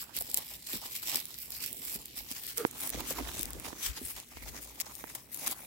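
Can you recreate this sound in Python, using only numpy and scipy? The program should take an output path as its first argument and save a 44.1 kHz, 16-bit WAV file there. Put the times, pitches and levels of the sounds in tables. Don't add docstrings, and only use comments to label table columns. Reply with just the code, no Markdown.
import sys
import numpy as np
from scipy import signal
from scipy.fft import rfft, irfft, next_fast_len
from scipy.io import wavfile
from scipy.ndimage import uniform_filter1d, map_coordinates

SR = 44100
rng = np.random.default_rng(int(sys.argv[2]) if len(sys.argv) > 2 else 0)


def log_audio(samples):
    frames = np.atleast_2d(samples).T
    limited = np.clip(frames, -1, 1)
    pcm = np.round(limited * 32767).astype(np.int16)
    wavfile.write(sys.argv[1], SR, pcm)


N = 249720


def amp(db):
    return 10 ** (np.asarray(db) / 20)


def unit(x):
    return x / np.sqrt(np.mean(x ** 2) + 1e-20)


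def curves(rows):
    times, *columns = np.transpose(rows)
    return [np.interp(np.arange(N) / SR, times, column) for column in columns]


def filtered(x, response):
    n = x.shape[-1]
    padded = next_fast_len(n + n // 8)
    return irfft(rfft(x, padded) * response(np.fft.rfftfreq(padded, 1 / SR)), padded)[..., :n]


def coloured(x, points):
    f, db = np.transpose(points)
    return unit(filtered(x, lambda hz: amp(np.interp(np.log(hz + 1), np.log(f), db))))


def panned(side_db):
    gains = amp(np.array([side_db, -side_db]).reshape(2, -1) / 2)
    return gains / np.sqrt(np.mean(gains ** 2, axis=0))


def noise(apart):
    return unit(rng.standard_normal(N) + apart * rng.standard_normal((2, N)))


def wobble(rate):
    points = rng.standard_normal(int(N * rate / SR) + 4)
    return map_coordinates(points, [np.arange(N) * rate / SR])


def add(track, s, sound):
    part = track[:, max(round(s * SR), 0):][:, :sound.shape[1]]
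    part += sound[:, :part.shape[1]]


def together(*levels_db):
    return 10 * np.log10(sum(amp(db) ** 2 for db in levels_db) + 1e-12)


def swells(rows, drop_db=9.5, roundness=1.68):
    power = np.zeros(N)
    for s, rise, fall, db in rows:
        at = np.arange(max(int((s - 4 * rise) * SR), 0), min(int((s + 4 * fall) * SR), N))
        t = at / SR - s
        from_peak = np.maximum(-t / rise, t / fall)
        power[at] += amp(db - drop_db * from_peak ** roundness) ** 2
    return 10 * np.log10(power + 1e-12)


# f/Hz, level/dB
HUSH_COLOUR = [(20, -19), (60, 6), (110, 7.5), (260, 0.5), (500, -5), (1200, -24), (2500, -8.5),
               (8000, -46), (15000, -21)]
# f/Hz, level/dB
HUM_NOTES = [(57, -68), (239, -74)]


def outdoors():
    out = amp(-64.5) * coloured(noise(apart=0.25), HUSH_COLOUR)
    for hz, db in HUM_NOTES:
        note = filtered(noise(apart=0.047), lambda f: 1 / (1 + ((f - hz) / 4) ** 2))
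        out += amp(db) * unit(note)
    return out


# t/s, rise/s, fall/s, crackle level/dB, splinters above crackle/dB, scrunch above crackle/dB
CRUNCHES = [(0.016, 0.0077, 0.035, -48, 7.5, -12), (0.174, 0.026, 0.015, -36, -2, -10),
            (.212, 0.011, 0.009, -47, 14, -13), (.28, .058, 0.15, -51, 2, -2.5),
            (0.384, 0.022, 0.0075, -38, 6, -9), (.421, .049, .025, -47.5, -2.5, -9),
            (.556, 0.15, 0.021, -48.5, 0.5, -10.5), (0.666, 0.0022, 0.085, -43, -1.5, -16),
            (0.736, 0.046, 0.05, -36.5, 1, -15.5), (.855, 0.032, .029, -40, -0.5, -10.5),
            (.93, 0.025, .008, -43.5, 4, -12.5), (.958, 0.013, .024, -38, 3, -14),
            (1.034, .007, 0.0055, -42.5, 6, -9), (1.105, 0.05, 0.0065, -37.5, 2, -11),
            (1.145, 0.075, 0.065, -35, -0.5, -12), (1.345, 0.075, .016, -49, -1, -13.5),
            (1.418, 0.028, 0.034, -50, 9, -25), (1.523, 0.0089, .06, -45, -11, -17),
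            (1.641, 0.035, 0.047, -37.5, 1, -18), (1.83, 0.037, 0.31, -50, -8, -11),
            (1.954, 0.14, 0.016, -42.5, 6, -15.5), (2.178, 0.018, 0.04, -41.5, 2.5, -13.5),
            (2.315, 0.033, 0.023, -42.5, -0.5, -17), (2.361, 0.013, 0.044, -42, -3, -16),
            (2.509, 0.096, 0.021, -44, 1, -31), (2.574, 0.011, 0.062, -44, 4.5, -6),
            (2.668, 0.0057, 0.015, -48.5, 6, -19), (2.857, 0.087, 0.041, -41.5, 6, -8.5),
            (2.944, 0.022, .015, -42, -4.5, -2.5), (3.004, .05, 0.0099, -46, -2, 4),
            (3.114, 0.048, 0.017, -36.5, 2, -10), (3.187, 0.042, .02, -42.5, -5, 1.5),
            (3.398, 0.096, 0.048, -42, -2, -27), (3.656, 0.014, 0.023, -45, -6, 3),
            (3.683, 0.0055, 0.021, -47, -15, 4), (3.765, 0.011, .025, -69.5, 2, 15),
            (3.863, 0.051, 0.029, -34, 0.5, -26), (3.977, .016, 0.017, -39.5, -6, -7.5),
            (4.1, 0.099, 0.041, -48, 8.5, -9), (4.174, 0.02, 0.046, -45, -1.5, -5),
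            (4.316, 0.014, 0.032, -56.5, -1, 1.5), (4.372, 0.025, .015, -52, 0, -1.5),
            (4.426, 0.0059, 0.023, -56, 7, 8.5), (4.489, 0.031, 0.015, -44.5, 0, -2),
            (4.566, 0.03, 0.031, -46.5, -2, -3.5), (4.629, 0.019, .025, -51, 7, -6.5),
            (4.816, 0.017, 0.0048, -35.5, 1, -17), (4.867, 0.0081, 0.0072, -43.5, -6, -13),
            (4.938, .046, 0.19, -58.5, 8.5, -12), (5.101, 0.011, 0.032, -51, 2, -8),
            (5.153, 0.0044, 0.0085, -44, 7.5, -1.5), (5.334, .015, 0.077, -52, 12, -9.5),
            (5.444, 0.079, 0.07, -45.5, 3, -3), (5.47, 0.011, 0.013, -32.5, -1, -10.5),
            (5.528, 0.049, 0.0064, -42.5, 6, -2)]
# t/s, crackle level/dB, splinters above crackle/dB, scrunch level/dB
STIRRING = [(0.0, -46.5, 2, -62.5), (0.1, -60, -6, -59), (0.25, -53.5, 7, -70), (0.64, -51, -1, -64.5),
            (1.2, -52, 1.5, -64), (1.75, -53.5, 8.5, -60.5), (2.0, -59.5, 11, -90), (2.13, -56.5, 0, -71),
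            (2.45, -52.5, 8.5, -63.5), (2.72, -57.5, -10, -56.5), (3.3, -50, -1, -50.5),
            (3.6, -58.5, 3, -54), (4.05, -49.0, -11, -57), (4.27, -61, 3.0, -68), (4.5, -57, 3, -57.5),
            (5.15, -59.5, 4, -54), (5.28, -65.5, 7, -64.0), (5.66, -62, 12, -54.0)]


def crushing():
    s, rise, fall, db, splinter_db, scrunch_db = np.transpose(CRUNCHES)
    stir_db, stir_splinter_db, stir_scrunch_db = curves(STIRRING)
    uneven_db = 1.6 * wobble(35)
    layers = [(db, stir_db),
              (db + splinter_db, stir_db + stir_splinter_db),
              (db + scrunch_db, stir_scrunch_db)]
    return [together(swells(zip(s, rise, fall, peaks)), floor + uneven_db) for peaks, floor in layers]


def crack(hz, side_db, swell_s, width, tail_db):
    t = np.arange(SR // 40) / SR
    burst = (t / swell_s * np.exp(1 - t / swell_s)) ** 2
    echo = amp(tail_db - 60 * t / 0.024) * (1 - np.exp(-t / swell_s))
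    direct = rng.standard_normal(len(t))
    lag = int(np.clip(2 * side_db, -10, 10))
    hiss = np.array([direct, np.roll(direct, lag)]) + rng.standard_normal((2, len(t)))
    click = filtered((burst + echo) * hiss, lambda f: 1 / (1 + 1j * (f / hz - hz / (f + 1)) / width))
    return unit(click) * panned(side_db)


def swarm(per_second, spread_db, low_hz, high_hz, swell_s, leaves=20):
    out = np.zeros((2, N))
    breaks = int(per_second * N / SR / leaves) + 1
    for hz in np.geomspace(low_hz, high_hz, leaves):
        starts = rng.integers(N, size=breaks)
        strengths = amp(spread_db * np.clip(rng.standard_normal(breaks), -2, 2))
        leaf = crack(hz, rng.normal(0, 3.5), swell_s, width=0.55, tail_db=-14)
        where = (starts[:, None] + np.arange(leaf.shape[1])).ravel()
        out += [np.bincount(where, np.outer(strengths, side).ravel(), N)[:N] for side in leaf]
    return unit(out)


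def patchy(x, depth_db):
    spectrum = signal.stft(x, nperseg=512)[2]
    patches = rng.standard_normal(spectrum.shape)
    for axis, size in [(1, 8), (2, 14), (1, 5), (2, 7)]:
        patches = uniform_filter1d(patches, size, axis)
    return unit(signal.istft(spectrum * amp(depth_db * unit(patches)), nperseg=512)[1][:, :N])


# f/Hz, level/dB
FIRST_PLACE_COLOUR = [(500, -33), (1300, -21), (2200, -6.5), (3800, -6), (5200, -4.5), (6500, -10), (7600, -3),
                      (9200, -7.5), (11500, -1), (13400, 0.5), (14000, -1), (15600, -2)]
SECOND_PLACE_COLOUR = [(500, -21.5), (1300, -7.5), (1900, -4.5), (3500, -2.5), (4600, -4), (7000, -2.5), (8000, 2),
                       (8600, -1), (10200, 0), (12000, 1.5), (13600, 0.5), (15600, 1)]
THIRD_PLACE_COLOUR = [(500, -30), (1300, -16), (2000, -2), (3200, -7.5), (4600, -5), (7000, -2.5), (9000, -5),
                      (9800, -3.5), (12000, 1), (12700, -2.5), (15600, -0.5)]
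# t/s, place (0 first, 1 second, 2 third)
GOAT_PLACES = [(2.2, 0), (2.7, 1), (4.1, 1), (4.4, 2)]


def place_coloured(x):
    kind = curves(GOAT_PLACES)[0]
    colours = [FIRST_PLACE_COLOUR, SECOND_PLACE_COLOUR, THIRD_PLACE_COLOUR]
    return sum(np.maximum(1 - abs(kind - k), 0) * coloured(x, colour) for k, colour in enumerate(colours))


# t/s, side/dB
CRACKLE_SIDE = [(0.0, 0), (1.0, 0), (1.7, -3), (2.35, 1.5), (2.6, -2), (2.85, 3), (3.5, 2), (4.2, 2.5),
                (4.95, 8.5), (5.3, 10), (5.43, 1), (5.6, 18)]


def crackle(level_db, splinter_db):
    cracks = swarm(per_second=900, spread_db=6, low_hz=2390, high_hz=16500, swell_s=0.00038)
    ticks = swarm(per_second=70, spread_db=2.5, low_hz=7500, high_hz=15000, swell_s=0.0004, leaves=10)
    rustle = unit(noise(apart=6.7) * amp(2.47 * wobble(300)))
    blur = amp(3.5 + 0.24 * (level_db + 62.5))
    breaking = (cracks + blur * rustle) / np.hypot(1, blur) + amp(-9.5) * ticks
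    plants = place_coloured(patchy(breaking, depth_db=2.5))
    lows = lambda f: 1 / (1 + (f / 7500) ** 16)
    coarse = amp(level_db - 2.2) * unit(filtered(plants, lows))
    splinters = amp(splinter_db + 0.95) * unit(filtered(plants, lambda f: 1 - lows(f)))
    return (coarse + splinters) * panned(curves(CRACKLE_SIDE)[0])


# f/Hz, level/dB
SCRUNCH_COLOUR = [(200, -42), (500, -2), (800, 1.5), (1400, -3.5), (2000, 0), (3500, 0)]


def scrunch(level_db):
    cracks = swarm(per_second=550, spread_db=4.5, low_hz=590, high_hz=1900, swell_s=0.00074)
    grit = patchy(cracks + noise(apart=2), depth_db=3.5)
    return amp(level_db + 2) * coloured(grit, SCRUNCH_COLOUR) * panned(-7.5)


# f/Hz, level/dB
SOIL_COLOUR = [(50, -54), (120, 0.5), (195, -3.5), (245, 2), (420, -3), (620, -12), (1200, -42)]
# t/s, level/dB
THUDDING = [(0.0, -71), (1.3, -68), (1.75, -55.5), (2.1, -63.5), (2.5, -62), (3.1, -53.5), (3.55, -51.5),
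            (4.05, -62), (4.25, -74), (4.55, -54.5), (5.0, -71), (5.66, -60.5)]


def soil(scrunch_db, landings, rise_s=0.004, fall_s=0.033):
    settling_db = swells((s + rise_s, rise_s, fall_s, db - 14.5) for s, db, _ in landings)
    thudding_db = curves(THUDDING)[0] + 2.4 * wobble(25)
    level_db = together(scrunch_db - 8, thudding_db, settling_db)
    return amp(level_db - 1.5) * coloured(noise(apart=0.47), SOIL_COLOUR) * panned(-7.5)


# t/s, relative level/dB, f/Hz, side/dB
SNAPS = [(0.1666, -28.5, 11500, -2), (0.1728, -36, 6350, -6), (0.188, -29, 12800, -1.5),
         (0.2095, -32, 12000, -6.5), (0.2227, -31.5, 12200, -0.5), (0.301, -37, 13100, -1),
         (0.315, -33.5, 11400, 4), (0.3443, -19.5, 12700, 3), (0.3473, -32, 12500, 5),
         (0.3733, -23.5, 10400, -3.5), (1.0971, -29.5, 6900, -6.5), (1.1458, -28, 5100, -3),
         (1.158, -21.5, 9650, -1), (1.1723, -31, 6450, -4), (1.202, -34, 7950, -18),
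         (1.255, -34, 11000, -1), (1.343, -39, 4470, 2), (1.3872, -36, 13200, -3.5),
         (1.5052, -35.5, 10400, -4.5), (1.5203, -35, 9000, -2), (1.662, -31, 11900, -8),
         (1.7297, -32.5, 12300, -23), (1.7704, -41, 13000, -19), (1.8524, -37, 12100, -17),
         (2.0576, -36, 9200, -3), (2.3148, -30.5, 9500, -4.5), (2.4672, -36, 9700, 2),
         (2.5751, -28, 10600, -3), (2.5808, -24.5, 11200, -4), (2.712, -39, 9500, -0.5),
         (2.8071, -33.5, 11100, -4.5), (2.8748, -29.5, 11900, -16), (2.8939, -30, 11800, -10),
         (2.9025, -29.5, 12000, -0.5), (3.0054, -34.5, 11200, 0), (3.3936, -30.5, 8140, 3.5),
         (3.4112, -32, 9100, 8), (3.422, -35, 9500, 1), (3.4313, -26.5, 10200, 16), (3.456, -34, 8400, 7),
         (3.5058, -37.5, 11000, 7), (3.533, -37, 8700, 3), (3.5993, -38.5, 12600, 3.5),
         (4.201, -39, 6300, 2), (4.8015, -29.5, 5400, -0.5), (4.8066, -27.5, 7400, 4),
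         (4.813, -29, 4370, 9.5), (4.8184, -39, 6500, 3), (4.9533, -36, 9300, 19), (5.1503, -39, 11400, 0),
         (5.3455, -33, 11800, 18), (5.4733, -26, 8740, 3), (5.4782, -25.5, 8500, -3.5),
         (5.513, -30, 9500, -23)]


def snaps(swell_s=0.00056):
    out = np.zeros((2, N))
    for s, db, hz, side_db in SNAPS:
        add(out, s - swell_s, amp(db - 8) * crack(hz, side_db, swell_s, width=1.2, tail_db=-18))
    return out.std() * place_coloured(out)


# t/s, level/dB, f/Hz
LANDINGS = [(0.208, -37, 560), (0.285, -42, 396), (0.383, -41.5, 300), (0.561, -51, 280),
            (0.735, -35.5, 244), (0.753, -42, 208), (0.853, -48, 298), (1.127, -38, 860),
            (1.145, -37.5, 790), (1.15, -47, 303), (1.954, -40, 233), (2.31, -42.5, 250),
            (2.944, -32.5, 261), (2.972, -35, 326), (3.001, -31.5, 253), (3.106, -32.5, 540),
            (3.184, -28, 890), (3.195, -29, 460), (3.206, -35, 288), (3.395, -33.5, 246), (3.57, -41, 394),
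            (3.653, -44, 705), (3.975, -41, 1120), (4.013, -37.5, 256), (4.46, -44, 810),
            (5.474, -35, 1080)]


def hooves(cushion_s=0.0019, fade_s=0.032, loss_per_bounce_db=3.5):
    out, t = np.zeros((2, N)), np.arange(SR // 15) / SR
    for s, db, hz in LANDINGS:
        hiss = rng.standard_normal(len(t)) + 0.69 * rng.standard_normal((2, len(t)))
        burst = hiss * amp(-60 * t / fade_s) * (1 - np.exp(-t / cushion_s))
        pat = filtered(burst, lambda f: 1 / (1 + 0.9j * (f / hz - hz / (f + 1))) ** 2)
        bounce = np.sin(2 * np.pi * hz * t) * amp(-loss_per_bounce_db * hz * t) * (1 - np.exp(-hz * t))
        add(out, s, amp(db) * (pat / np.abs(pat).max() + amp(-3) * bounce))
    return out * panned(-5.5)


# t/s, rise and fall/s, level/dB
PUFFS = [(.22, 0.035, -56), (.77, 0.027, -54.5), (1.59, 0.071, -67), (1.99, 0.031, -60), (2.22, 0.033, -55),
         (3.0, 0.076, -46.5), (3.27, 0.1, -46), (3.5, 0.22, -50.5), (3.895, .03, -42), (4.055, 0.034, -48),
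         (4.16, 0.036, -53), (4.385, 0.029, -50), (4.47, 0.09, -50.5)]
# f/Hz, level/dB
RUMBLE_COLOUR = [(15, -47), (35, -16), (55, -3), (80, -11), (130, -30), (300, -43)]


def air_puffs(still_air_db=-75):
    puff_db = swells((s, length, length, db) for s, length, db in PUFFS)
    level_db = together(puff_db, still_air_db)
    return amp(level_db + 1) * coloured(noise(apart=0.9), RUMBLE_COLOUR) * panned(7.5)


# t/s, level/dB
RUB_LEVEL = [(2.55, -100), (2.582, -43.5), (2.603, -36.5), (2.622, -40.5), (2.645, -43), (2.685, -100)]
# f/Hz, width/Hz, level/dB
RUB_RING = [(445, 58, 0), (1220, 120, -11), (1380, 85, -19.5)]
# t/s, f/Hz
RUB_PITCH = [(2.575, 436), (2.598, 480), (2.609, 500), (2.618, 422), (2.636, 293)]


def finger_rub():
    hollow = lambda f: sum(amp(db) * 1j * f * width / (hz * hz - f * f + 1j * f * width)
                           for hz, width, db in RUB_RING)
    scrape = unit(filtered(noise(apart=0.75), hollow))
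    phase = 2 * np.pi * np.cumsum(curves(RUB_PITCH)[0]) / SR
    hum = np.sin(phase) * amp(0.5 + 1.5 * wobble(150))
    return amp(curves(RUB_LEVEL)[0]) * unit(scrape + hum)


# t/s, relative level/dB, side/dB
KNOCKS = [(2.6505, -8, -10), (3.7301, -28, -30), (4.3709, -32.5, -39), (5.0409, -24.5, -47)]
# f/Hz, level/dB, time to fade by 60 dB/s
CASE_NOTES = [(346, 4, 0.023), (463, 0.5, 0.032), (890, 15, 0.0057), (1380, 16.5, 0.0023),
              (2130, -30, 0.001)]


def knocks():
    out, t = np.zeros((2, N)), np.arange(SR // 20) / SR
    for s, db, side_db in KNOCKS:
        ring = np.zeros((2, len(t)))
        for hz, note_db, fade_s in CASE_NOTES:
            sides = panned(side_db / 2) if hz < 600 else panned(side_db) * [[-1], [1]]
            fade = amp(note_db + rng.normal(0, 1) - 60 * t / fade_s)
            ring += sides * fade * np.sin(2 * np.pi * hz * t)
        ring = filtered(ring, lambda f: (1j * f / (110 + 1j * f)) ** 2)
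        add(out, s, amp(db + 3) * ring / np.abs(ring).max())
    return out


def scene():
    background = outdoors()
    crackle_db, splinter_db, scrunch_db = crushing()
    goats = crackle(crackle_db, splinter_db) + scrunch(scrunch_db) + soil(scrunch_db, LANDINGS)
    goats += snaps() + hooves()
    hand = air_puffs() + finger_rub() + knocks()
    return background + goats + hand


def record(dry):
    return filtered(dry, lambda hz: hz < 15900)


dry = scene()
out = record(dry)
log_audio(out)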